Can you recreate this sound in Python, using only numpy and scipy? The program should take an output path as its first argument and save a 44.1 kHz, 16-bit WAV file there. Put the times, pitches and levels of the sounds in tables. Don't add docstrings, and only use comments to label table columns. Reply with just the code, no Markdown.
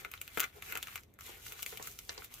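import sys
import numpy as np
from scipy import signal
from scipy.fft import rfft, irfft
from scipy.io import wavfile
from scipy.ndimage import uniform_filter1d

SR = 44100
rng = np.random.default_rng(int(sys.argv[2]) if len(sys.argv) > 2 else 0)


def waveform_to_disk(signal):
    frames = np.transpose(np.atleast_2d(signal))
    scaled = np.clip(frames, -1, 1) * 32767
    samples = np.round(scaled).astype(np.int16)
    wavfile.write(sys.argv[1], SR, samples)


N = 105840
LEAD_S = 0.006
ATTACK_SAMPLES = 135


def amp(db):
    return 10 ** (np.asarray(db) / 20)


def unit(x):
    return x / np.sqrt(np.mean(x ** 2) + 1e-20)


def curve(points, hz):
    f, value = np.transpose(points)
    return np.interp(np.log(hz + 1), np.log(f + 1), value)


def add(mix, s, sound):
    part = mix[:, max(round(s * SR), 0):][:, :sound.shape[1]]
    part += sound[:, :part.shape[1]]


def pan(lr_db):
    return amp(np.array([[lr_db], [-lr_db]]) / 2)


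def pair(x, likeness):
    c = np.clip(likeness, -1, 1)
    return np.array([x[0], c * x[0] + np.sqrt(1 - c ** 2) * x[1]])


def colour(x, eq, size=2048):
    log_gain = np.log(amp(curve(eq, abs(np.fft.fftfreq(size, 1 / SR)))))
    taps = np.fft.ifft(np.exp(np.conj(signal.hilbert(log_gain)))).real
    return signal.fftconvolve(x, taps[None], axes=1)[:, :x.shape[1]]


def resonate(x, hz, width_hz):
    return signal.lfilter(*signal.iirpeak(hz, hz / width_hz, SR), x)


def pop(size):
    return 1.0 * (np.arange(size) == round(LEAD_S * SR) + rng.integers(0, 4, (2, 1)))


def room_tone(air_db=-63):
    # f/Hz, gain/dB
    air_eq = [(30, -19), (42, -1), (115, -3), (165, -12.5), (400, -14), (1200, -31.5), (3000, -70)]
    # f/Hz, left-right likeness
    air_likeness = [(60, 0.98), (150, 0.93), (400, 0.35)]
    # f/Hz, rms level/dB
    hum_tones = [(59.5, -80), (86, -73)]
    hz, t = np.fft.rfftfreq(N, 1 / SR), np.arange(N) / SR
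    spectrum = pair(rfft(rng.standard_normal((2, N))), curve(air_likeness, hz))
    air = irfft(spectrum * amp(curve(air_eq, hz)), N)
    hum = sum(amp(db) * np.sqrt(2) * np.sin(2 * np.pi * (f * t + rng.random())) for f, db in hum_tones)
    return amp(air_db) * unit(air) + hum


def room_tail(x, wet_db=-8, predelay_samples=130, size=16384):
    # f/Hz, T60/s
    decay = [(400, 0.12), (1700, 0.087), (12000, 0.034)]
    reflections = rng.standard_normal((2, size)) * (np.arange(size) > predelay_samples)
    hz, t, spectra = signal.stft(reflections, SR, nperseg=256)
    fade = amp(-60 * t / curve(decay, hz)[:, None])
    tail = signal.istft(spectra * fade, SR, nperseg=256)[1]
    return amp(wet_db) * signal.fftconvolve(x, tail / np.linalg.norm(tail[0]), axes=1)[:, :N]


def handling(grip_trim_db=-3, knock_rise_s=0.000067, knock_fade_s=0.0078):
    # t/s, length/s, level before trim/dB
    grips = [(0, 0.034, -59.5), (0.545, 0.053, -56), (0.642, 0.16, -57), (1.225, 0.2, -64.5),
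             (1.487, 0.086, -61.5), (1.641, 0.33, -63), (2.045, 0.24, -62.5)]
    # t/s, level/dB
    knocks = [(0.049, -47), (0.374, -34.5), (0.751, -43.5), (1.293, -48), (1.725, -46.5), (1.8, -47),
              (2.091, -48), (2.178, -48)]
    # f/Hz, gain/dB
    padding_eq = [(60, -6), (140, -7), (260, -10), (350, 7), (440, 10), (600, -6), (820, 4), (2500, -32)]
    t = np.arange(N) / SR
    swells = sum(amp(db) * np.sqrt(abs(np.sin(np.pi * np.clip((t - s) / length, 0, 1))))
                 for s, length, db in grips)
    puffs = sum(amp(db) * np.clip((t - s) / knock_rise_s, 0, 1) * np.exp(-abs(t - s) / knock_fade_s)
                for s, db in knocks)
    padding = unit(colour(rng.standard_normal((2, N)), padding_eq))
    return (amp(grip_trim_db) * swells + puffs) * padding * pan(lr_db=1.5)


def crackle(per_s, spread_db, likeness):
    slips = amp(spread_db * np.minimum(rng.exponential(1, N), 4)) * (rng.random(N) < per_s / SR)
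    grain = np.exp(-np.arange(64) / 14)
    envelope = np.sqrt(np.convolve(slips ** 2, grain ** 2)[:N])
    return pair(rng.standard_normal((2, N)), likeness) * envelope


def flex(x, drift_db, size=512):
    spectra = signal.stft(x, nperseg=size)[2]
    across_bands = uniform_filter1d(rng.standard_normal(spectra.shape[1:]), size=7, axis=0)
    patches = unit(uniform_filter1d(across_bands, size=8, axis=1))
    return unit(signal.istft(spectra * amp(drift_db * patches), nperseg=size)[1][:, :N])


def sliding_film(fizz_trim_db=0.5, rustle_trim_db=-7.5):
    # t/s, fizz level/dB, rustle level/dB
    rides = [(0, -50.5, -41), (0.029, -61.5, -55.5), (.1, -69, -56.5), (.15, -60, -51.5), (.19, -65.5, -60),
             (0.251, -59, -59.5), (.3, -63, -54), (.36, -53, -50.5), (.44, -52, -49), (.52, -72.5, -60.5),
             (0.566, -59.5, -55), (0.607, -65, -58), (0.647, -53.5, -52), (.71, -50.5, -44),
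             (.78, -59, -49), (.81, -59, -53.5), (.93, -55.5, -48.5), (.985, -56.5, -49.5),
             (1.011, -66, -64), (1.06, -79.5, -70.5), (1.183, -83, -71), (1.195, -61.5, -62),
             (1.23, -56.5, -54.5), (1.26, -51, -48), (1.33, -57, -49.5), (1.42, -59, -56.5),
             (1.47, -48.5, -53), (1.56, -57.5, -49), (1.61, -50.5, -53), (1.65, -60, -59), (1.68, -46, -52),
             (1.76, -56, -52.5), (1.81, -58, -50.5), (1.84, -51, -49), (1.9, -52, -59.5), (1.97, -61, -60),
             (2.009, -58, -54), (2.071, -61.5, -67), (2.104, -54.5, -48), (2.17, -61, -52),
             (2.254, -54.5, -54.5), (2.297, -72, -61), (2.316, -59, -52.5), (2.4, -55.5, -54)]
    # f/Hz, gain/dB
    fizz_eq = [(1550, -16.5), (3000, 2), (4000, -2), (5100, -2), (6300, 1), (7800, -1), (9300, -4),
               (12000, 2), (14600, 2.5), (15400, -4), (16100, -25.5)]
    # f/Hz, gain/dB
    rustle_eq = [(200, -12), (450, -13.5), (1000, -5), (1400, 2), (1750, -2), (2300, 3.5), (3000, -4),
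                 (4000, -5), (6000, -39.5)]
    t = np.arange(N) / SR
    s, fizz_db, rustle_db = np.transpose(rides)
    fizz = colour(crackle(per_s=6000, spread_db=3.8, likeness=0.093), fizz_eq)
    fizz = flex(fizz, drift_db=1.0) * amp(fizz_trim_db + np.interp(t, s, fizz_db))
    rustle = colour(crackle(per_s=1500, spread_db=1.0, likeness=0.14), rustle_eq)
    rustle = flex(rustle, drift_db=2.5) * amp(rustle_trim_db + np.interp(t, s, rustle_db))
    return fizz + rustle * pan(lr_db=2)


def blade_clacks(chatter_db=-12.5, chatter_s=0.0032, bite_db=3, size=2048):
    # t/s, top edge f/Hz, level/dB
    clacks = [(1.7243, 2550, -50), (1.7272, 2620, -49), (1.797, 1940, -45.5), (2.0934, 5950, -33.5),
              (2.1784, 6100, -42)]
    t, out = np.arange(size) / SR - LEAD_S, np.zeros((2, N))
    for s, top_hz, db in clacks:
        chatter = amp(chatter_db) * (t > 0) * np.exp(-abs(t) / chatter_s) * rng.standard_normal((2, size))
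        blow = pop(size) + chatter
        bite = amp(bite_db) * resonate(blow, hz=4400, width_hz=1800)
        band = signal.butter(3, [450, top_hz], "bandpass", fs=SR, output="sos")
        click = signal.sosfilt(band, blow + bite)
        attack = click[:, t > 0][:, :ATTACK_SAMPLES]
        add(out, s - LEAD_S, amp(db) * click / np.sqrt(np.mean(attack ** 2)))
    return out


def pouch_ring(x, ring_db=-29, t60_s=0.05, size=8192):
    # f/Hz, relative level/dB
    modes = [(1216, -16), (1257, -7), (1348, 7), (1421, 0), (1484, -23.5), (2055, -3), (2320, 4)]
    t = np.arange(size) / SR
    ring = sum(amp(db - 60 * t / t60_s) * np.sin(2 * np.pi * hz * t + rng.normal(0, 0.057, (2, 1)))
               for hz, db in modes)
    return amp(ring_db) * signal.fftconvolve(x, ring / np.linalg.norm(ring[0]), axes=1)[:, :N]


def snap(body_hz, levels_db, strain_db=-16.5, strain_s=0.003, rise_s=0.0002,
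         pop_db=16, lumpy_db=3.5, size=2048):
    # low f/Hz, high f/Hz
    bands = [(250, 900), (1050, 3600), (3600, 9000), (9000, 17000)]
    # burst decay/s, flutter level/dB, flutter decay/s, left-right likeness
    decays = [(0.002, 2.5, 0.0028, 0.13), (0.00063, -2, 0.0025, 0.68), (0.0011, -27.5, 0.0038, 0.89),
              (0.0015, -11, 0.01, 0.18)]
    # f/Hz, gain/dB
    film_eq = [(420, -7), (1050, -3.5), (1400, 5), (1750, -6.5), (2400, -1.5), (3200, -2.5), (3900, -0.5),
               (5200, 1), (6300, 9), (7800, 2), (9200, -10.5), (12000, -1), (15000, -1), (16500, -28)]
    t, out = np.arange(size) / SR - LEAD_S, np.zeros((2, size))
    age = np.maximum(t, 0)
    rise = np.clip(t / rise_s + 0.5, 0, 1)
    strain = amp(strain_db) * np.exp(-abs(t) / strain_s)
    wobble = unit(uniform_filter1d(rng.standard_normal(size), size=60))
    lumps = unit(amp(lumpy_db * wobble))
    pulse = amp(pop_db) * pop(size)
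    for k, db in enumerate(levels_db):
        burst_s, flutter_db, flutter_s, likeness = decays[k]
        flutter = amp(flutter_db) * lumps * np.exp(-age / flutter_s)
        envelope = strain + rise * (np.exp(-age / burst_s) + flutter)
        burst = pair(rng.standard_normal((2, size)), likeness) * envelope
        band = signal.butter(3, bands[k], "bandpass", fs=SR, output="sos")
        layer = signal.sosfilt(band, colour(burst + pulse, film_eq))
        if k == 1:
            layer = resonate(layer, body_hz, width_hz=930)
        attack = layer[:, t > 0][:, :ATTACK_SAMPLES]
        out += amp(db) * layer / np.sqrt(np.mean(attack ** 2, axis=1, keepdims=True))
    return out


def film_snaps(thump_below_db=18):
    # t/s, body f/Hz, body level/dB, crack level/dB, fizz level/dB
    cues = [(0.0483, 2260, -36.5, -51, -49), (0.1153, 2410, -52, -56, -43.5), (0.138, 1930, -40, -56, -46),
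            (0.177, 3400, -50.5, -59.5, -72), (0.2146, 2900, -41.5, -54, -36),
            (0.278, 2680, -45, -55, -46.5), (0.3735, 2060, -32, -53, -36.5), (0.3764, 1960, -35, -59, -57),
            (0.3837, 1520, -43.5, -48, -43), (0.3968, 2700, -32.5, -46, -32),
            (0.403, 1970, -30, -32, -24.5), (0.411, 2400, -42, -44, -39), (0.4145, 1500, -40, -55, -51),
            (0.4177, 1500, -40, -55, -51), (0.425, 1630, -38.5, -54, -49), (0.4288, 1680, -36, -52, -48),
            (0.4338, 1890, -35.5, -43, -46), (0.4405, 1900, -32, -41, -44), (0.6235, 2020, -41, -53, -45),
            (0.7233, 2180, -36.5, -56, -37.5), (0.754, 2090, -36, -42.5, -42),
            (0.7642, 1400, -37.5, -70, -56), (0.7735, 2580, -39, -43, -36), (0.828, 2750, -38.5, -42, -39),
            (0.8325, 2700, -47, -51, -48), (0.8715, 1700, -43, -52.5, -50), (0.8834, 1330, -45, -58, -54),
            (0.9571, 2470, -38, -44.5, -39), (0.9773, 2150, -46.5, -53, -63),
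            (1.0345, 2500, -62, -60.5, -59.5), (1.1395, 2370, -84, -72, -61),
            (1.1891, 1670, -50.5, -72.5, -56.5), (1.2086, 2230, -50.5, -51, -48.5),
            (1.4651, 1830, -46.5, -51, -47.5), (1.5224, 2460, -44.5, -51, -43),
            (1.5924, 1770, -48, -52, -61), (1.6237, 2870, -46, -56, -39), (1.6287, 2850, -41, -41, -36),
            (1.6626, 2200, -37.5, -43.5, -38.5), (1.773, 3130, -43, -49, -43.5),
            (1.8264, 2280, -58, -41.5, -47.5), (1.8727, 2050, -44, -46.5, -39.5),
            (1.9896, 3430, -46, -43.5, -42.5), (2.221, 1830, -46, -75, -73), (2.245, 2400, -52.5, -53, -45),
            (2.3404, 2900, -55, -47, -43.5)]
    # t/s, left over right/dB
    pan_path = [(.1, 1), (1.7, 3), (1.95, -0.5)]
    out = np.zeros((2, N))
    for s, body_hz, body_db, crack_db, fizz_db in cues:
        hit = snap(body_hz, [body_db - thump_below_db, body_db, crack_db, fizz_db])
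        add(out, s - LEAD_S, hit * pan(np.interp(s, *np.transpose(pan_path))))
    return out


def scene():
    snaps = film_snaps()
    mailer = snaps + pouch_ring(snaps) + sliding_film() + blade_clacks() + handling()
    return mailer + room_tail(mailer) + room_tone()


def record(dry):
    lowpass = signal.firwin(255, 16500, window=("kaiser", 9), fs=SR)
    return signal.oaconvolve(dry, lowpass[None], "same")


dry = scene()
out = record(dry)
waveform_to_disk(out)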